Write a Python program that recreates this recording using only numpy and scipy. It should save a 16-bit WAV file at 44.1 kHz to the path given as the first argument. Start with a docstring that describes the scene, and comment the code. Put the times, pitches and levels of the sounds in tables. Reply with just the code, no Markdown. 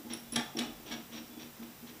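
"""A steel safe door shudders with a low note as a hand spins its combination dial in eight quick turns.
Friction drives the door's resonances and makes the spindle rub and faintly sing. The lock's wheels
catch with a clack that sets the case ringing, and small metal parts tick. The hand rumbles on the knob.
The room is small and quiet; behind it all lie a camera's hiss and thin whine."""
import sys
import numpy as np
from scipy import signal
from scipy.fft import rfft, irfft
from scipy.io import wavfile
from scipy.ndimage import uniform_filter1d

SR = 44100
rng = np.random.default_rng(int(sys.argv[2]) if len(sys.argv) > 2 else 0)


def wav_out(sig):
    """Save sig, one row per channel (or a flat mono array), as 16-bit PCM at SR to the path in sys.argv[1]."""
    wavfile.write(sys.argv[1], SR, np.round(np.clip(np.atleast_2d(sig).T, -1, 1) * 32767).astype(np.int16))


N = 88200
TIME = np.arange(N) / SR


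def door():
    """Forced vibration: friction drives the door's main note and, more loosely, its other resonances."""
    # The door's shudders. Each row: start in seconds, length in seconds, level of the main note in dB,
    # level of the other resonances in dB.
    shudders = [(-.01, 0.0077, -60, -48.5), (.042, 0.025, -46.5, -48), (.1, 0.053, -45.5, -46),
                (0.19, 0.19, -55.5, -65), (0.321, 0.063, -43.5, -48.5), (0.357, 0.036, -38.5, -38.5),
                (0.546, 0.051, -41, -41.5), (0.573, 0.051, -43, -40.5), (.65, 0.055, -50, -48),
                (0.789, 0.0046, -52.5, -52.5), (0.847, 0.056, -60, -51), (0.902, 0.09, -47, -47.5),
                (1.099, 0.051, -50, -56.5), (1.144, 0.073, -48.5, -51), (1.287, 0.055, -57.5, -55),
                (1.365, 0.0053, -47, -45.5), (1.41, 0.071, -57, -54.5), (1.592, .02, -45.5, -58),
                (1.613, 0.029, -47, -53), (1.643, 0.074, -71, -56), (1.823, 0.045, -51, -52.5),
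                (1.896, 0.067, -63, -55.5)]
    # The other resonances. Each row: frequency in Hz, bandwidth in Hz, relative level in dB.
    resonances = [(99, 6.7, -18), (143.2, 4, -10), (247, 10, 0), (286, 11, -2.5), (310.1, 4, 0),
                  (334.5, 13, -2), (394, 6, -9.5), (428, 12.6, -9.5), (494, 54, -14), (532, 38, -16.5),
                  (637, 38, -14.5), (715, 15, -12), (846, 73, -11)]
    rise_s, t60_s, steadiness = 0.0077, 0.23, 0.95
    note = tone(hz=232.7, wander_hz=3.62, wander_width_hz=31.5)
    ring = unit(sum(amp(db) * band(hz, width) for hz, width, db in resonances))
    power = uniform_filter1d(ring ** 2, size=900) + 1e-6
    ring = unit(ring / power ** (steadiness / 2))  # evens out most of the random swelling
    note_strokes = [(start, length, db) for start, length, db, _ in shudders]
    ring_strokes = [(start, length, db) for start, length, _, db in shudders]
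    return note * strokes(note_strokes, rise_s, t60_s) + ring * strokes(ring_strokes, rise_s, t60_s)


def wheels():
    """Impact excitation: each catch gives a crack and a rattle, and the lock case's modes ring freely."""
    # The catches. Each row: start in seconds, then relative levels in dB of the crack, of its part
    # below shelf_hz, and of the case's ring.
    clacks = [(.3588, -1, -1, -1.5), (.588, -5, -5, -16), (.9135, -21.5, 3, -9), (.922, -17, -2, -20)]
    # The crack's spectrum. Each row: frequency in Hz, relative spectral density in dB.
    crack_spectrum = [(30, -49), (120, -15), (350, -6), (700, 0), (1100, 1.5), (1700, 4.5), (2400, 0.5),
                      (3400, 1), (4100, -3), (4800, -7), (5700, -9.5), (7500, -12.5), (9300, -15),
                      (10300, -14), (11500, -21.5), (16000, -30)]
    # The case's modes. Each entry: frequency in Hz in the first list, relative level in dB in the second.
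    modes_hz = [142, 429, 713, 849, 1167, 1315, 1644, 1744, 2237, 3075, 3241, 3430, 3569, 5590, 5841, 10220]
    modes_db = [-10.5, -16.5, -7, -15, -7.5, -13, -3, -2, 1, -7, 1.5, 0, -5, -4, -17, -14]
    crack_db, crack_hold_s, rattle_db, case_db = -28.5, 0.0057, -14, -40
    shelf_hz, direct_shelf_db = 2500, -8  # the direct crack is thinner than its reverberation
    direct, full, ring = np.zeros((3, N))
    t = TIME[:SR]
    envelope = fade(t - crack_hold_s, t60=0.038) + amp(rattle_db) * fade(t, t60=0.1)
    for start, db, mids_db, ring_db in clacks:
        crack = rng.choice([-1, 1], len(t)) * envelope
        for path, shelf_db in ((full, mids_db), (direct, mids_db + direct_shelf_db)):
            spectrum = [(hz, level + shelf_db * (hz < shelf_hz)) for hz, level in crack_spectrum]
            add(path, start, amp(crack_db + db) * colour(crack, spectrum))
        for hz, mode_db in zip(modes_hz, modes_db):
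            t60 = 0.43 * (hz / 1000) ** -0.64  # higher modes die sooner
            mode = np.sin(2 * np.pi * (hz * t + rng.random()))
            add(ring, start, amp(case_db + ring_db + mode_db) * fade(t, t60) * mode)
    echoes = room(full, wet_db=-2.5) - full
    return direct + echoes + ring


def spindle():
    """Stick-slip friction: dense tiny slips of metal on metal, now and then with a thin singing ring."""
    # Spells of rubbing and of singing. Each row: start in seconds, length in seconds, level in dB.
    rubs = [(.096, 0.056, -46), (.325, 0.042, -47.5), (.566, 0.027, -43.5), (.858, 0.064, -50.5),
            (.912, 0.03, -44), (1.118, 0.072, -49.5), (1.39, 0.044, -51.5), (1.622, 0.013, -52),
            (1.866, 0.035, -54)]
    sings = [(.25, 0.072, -66), (.38, 0.087, -52), (1.28, 0.11, -64)]
    # The spectrum of the rubbing. Each row: frequency in Hz, relative spectral density in dB.
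    rub_spectrum = [(200, -22), (500, 2.5), (1100, -3), (2000, -1.5), (3400, 4), (4600, -1.5), (5200, -12),
                    (5600, 5), (6300, -8.5), (9000, -22), (15000, -44)]
    slips_per_s = 3000
    slips = (rng.random(N) < slips_per_s / SR) * rng.choice([-1, 1], N)
    friction = unit(slips) * strokes(rubs, rise_s=0.0065, t60=0.022)
    rub = room(colour(friction, rub_spectrum), wet_db=-6.5)
    singing = tone(hz=3440, wander_hz=25, wander_width_hz=120)
    return rub + singing * strokes(sings, rise_s=0.037, t60=0.17)


def ticks():
    """Damped free vibration: a small metal part snaps and rings briefly at two unsteady pitches."""
    # The ticks. Each row: start in seconds, level of the lower ring in dB, level of the upper ring in dB.
    strikes = [(.134, -37, -31.5), (0.322, -41, -32.5), (0.332, -41.5, -34.5), (0.358, -27, -30.5),
               (0.5693, -31, -50), (0.5887, -32, -47), (0.636, -40.5, -64), (.922, -36.5, -73),
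               (.944, -58, -65), (1.144, -54, -65), (1.277, -51.5, -65)]
    # The snap's spectrum. Each row: frequency in Hz, relative spectral density in dB.
    snap_spectrum = [(500, -30), (3000, -8), (7000, -5), (8300, 6), (11000, -8), (13000, -12), (16000, -26)]
    low_hz, high_hz, pitch_spread = 5580, 10110, 0.011
    rise_s, snap_db = 0.0024, -10.5
    out, t = np.zeros(N), TIME[:SR // 10]
    envelope = np.minimum(t / rise_s, 1) * fade(t - rise_s, t60=0.025)
    for start, low_db, high_db in strikes:
        for hz, db in ((low_hz, low_db), (high_hz, high_db)):
            waver = unit(uniform_filter1d(rng.standard_normal(len(t)), size=30))
            phase = 2 * np.pi * np.cumsum(hz * (1 + pitch_spread * waver)) / SR
            add(out, start, amp(db) * envelope * np.sin(phase))
        snap = rng.standard_normal(len(t)) * fade(t, t60=0.015)
        add(out, start, amp(high_db + snap_db) * colour(snap, snap_spectrum))
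    return room(out, wet_db=-8)


def hand_rumble():
    """Narrow-band noise: a faint deep rumble while the hand works hardest on the knob."""
    # The hand's efforts. Each row: start in seconds, length in seconds, level in dB.
    efforts = [(.2, 0.26, -68), (.58, 0.38, -68)]
    return band(hz=43, width_hz=8) * strokes(efforts, rise_s=0.068, t60=0.136)


def room(x, wet_db):
    """Reverberation: adds a dense, even tail in which each band dies at its own rate."""
    # The room's decay. Each row: frequency in Hz, reverberation time in seconds.
    decay_times = [(100, 0.46), (300, 0.39), (700, 0.73), (1400, 0.39), (3300, 0.41), (5500, 0.38),
                   (10000, 0.29), (16000, 0.22)]
    peak_ratio, build_up_s = 2.23, 0.014
    hz, t, noise = signal.stft(rng.choice([-1., 1.], SR), SR, nperseg=256)
    decaying = noise * fade(t, read(decay_times, hz)[:, None])
    spectrum = rfft(signal.istft(decaying, SR, nperseg=256)[1][:SR])
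    ceiling = peak_ratio * uniform_filter1d(abs(spectrum), size=400)  # caps the strongest resonances
    tail = irfft(spectrum / np.maximum(abs(spectrum) / ceiling, 1), SR)[:SR // 2]
    tail *= np.minimum(TIME[:SR // 2] / build_up_s, 1) ** 2
    return x + amp(wet_db) * signal.fftconvolve(x, tail / np.linalg.norm(tail))[:N]


def background():
    """Broadband noise and spectral lines: room tone and hiss, the camera's whine and faint rapid chirps."""
    # Room tone and hiss. Each row: frequency in Hz, relative spectral density in dB.
    hiss_spectrum = [(15, -21), (25, -17.5), (92, -8.5), (242, -5), (285, -14), (344, -10), (439, -11),
                     (607, -12.5), (1370, -15.5), (2110, -17), (2280, -17), (3520, -18.5), (4370, -19.5),
                     (5730, -19.5), (10700, -23), (13600, -19), (16000, -33.5)]
    # The lines of the whine. Each entry: frequency in Hz.
    lines_hz = [13184, 15195, 15224]
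    # The same lines. Each row: level in dB, rms pitch wander in Hz.
    lines = [(-62.5, 0.5), (-66, 1.5), (-78, 4)]
    hiss_db, chirp_db = -54, -50
    chirp_at_s, chirps_per_s, chirp_width_s = 0.0342, 29.97, 0.0007
    centre_hz, sweep_hz_per_s = 13800, 900000
    hiss = amp(hiss_db) * colour(rng.standard_normal(N), hiss_spectrum)
    whine = sum(amp(db) * tone(hz, wander, wander_width_hz=18) for hz, (db, wander) in zip(lines_hz, lines))
    # time from the centre of the nearest chirp
    offset_s = (((TIME - chirp_at_s) * chirps_per_s + .5) % 1 - .5) / chirps_per_s
    sweep = np.sin(2 * np.pi * (centre_hz + sweep_hz_per_s * offset_s / 2) * offset_s)
    pulses = np.exp(-.5 * (offset_s / chirp_width_s) ** 2)
    return hiss + whine + amp(chirp_db) * sweep * pulses


def tone(hz, wander_hz, wander_width_hz):
    """Frequency modulation: a sine of rms 1 whose pitch wanders at random."""
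    pitch_hz = hz + wander_hz * band(0, wander_width_hz)
    return np.sqrt(2) * np.sin(2 * np.pi * np.cumsum(pitch_hz) / SR)


def band(hz, width_hz):
    """Resonance: noise of rms 1 gathered around one frequency."""
    f = np.fft.rfftfreq(N, 1 / SR)
    return unit(irfft(rfft(rng.standard_normal(N)) / (1 + (2 * (f - hz) / width_hz) ** 2), N))


def colour(x, points, size=4096):
    """Spectral shaping by a causal filter of unit energy."""
    log_gain = np.log(amp(read(points, abs(np.fft.fftfreq(size, 1 / SR)))))
    taps = np.fft.ifft(np.exp(np.conj(signal.hilbert(log_gain)))).real[:size // 2]
    return signal.fftconvolve(x, taps / np.linalg.norm(taps))[:len(x)]


def strokes(rows, rise_s, t60):
    """Incoherent addition: each row's envelope rises, holds and decays, and their powers sum."""
    envelopes = (amp(db) * np.clip((TIME - start) / rise_s, 0, 1) * fade(TIME - start - length, t60)
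                 for start, length, db in rows)
    return np.sqrt(sum(envelope ** 2 for envelope in envelopes))


def fade(t, t60):
    """Exponential decay from t = 0, by 60 dB in t60 seconds."""
    return np.exp(-np.log(1000) * np.maximum(t, 0) / t60)


def amp(db):
    """Decibels to amplitude ratio."""
    return 10 ** (np.asarray(db) / 20)


def unit(x):
    """Normalisation to rms 1."""
    return x / np.sqrt(np.mean(x ** 2) + 1e-20)


def read(points, hz):
    """Interpolation of a table on a log-frequency axis."""
    f, value = np.transpose(points)
    return np.interp(np.log(hz + 1), np.log(f), value)


def add(mix, start_s, sound):
    """Superposition of a sound on the mix from start_s onward."""
    part = mix[max(round(start_s * SR), 0):][:len(sound)]
    part += sound[:len(part)]


def scene():
    """Superposition: all sources sum in one channel."""
    return (door() + spindle() + wheels() + ticks() + hand_rumble() + background())[None]


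def record(dry):
    """Linear filtering: five narrow, evenly spaced notches in the treble, then a low-pass band limit."""
    spacing_hz, width_hz, notch_db, cutoff_hz = 2180, 137, -6.5, 15600
    hz = np.fft.rfftfreq(N, 1 / SR)
    notches = sum(np.exp(-((hz - k * spacing_hz) / width_hz) ** 2) for k in range(2, 7))
    notched = irfft(rfft(dry) * amp(notch_db * notches), N)
    low_pass = signal.firwin(255, cutoff_hz, window=("kaiser", 8), fs=SR)
    return signal.oaconvolve(notched, low_pass[None], "same")


dry = scene()
out = record(dry)
wav_out(out)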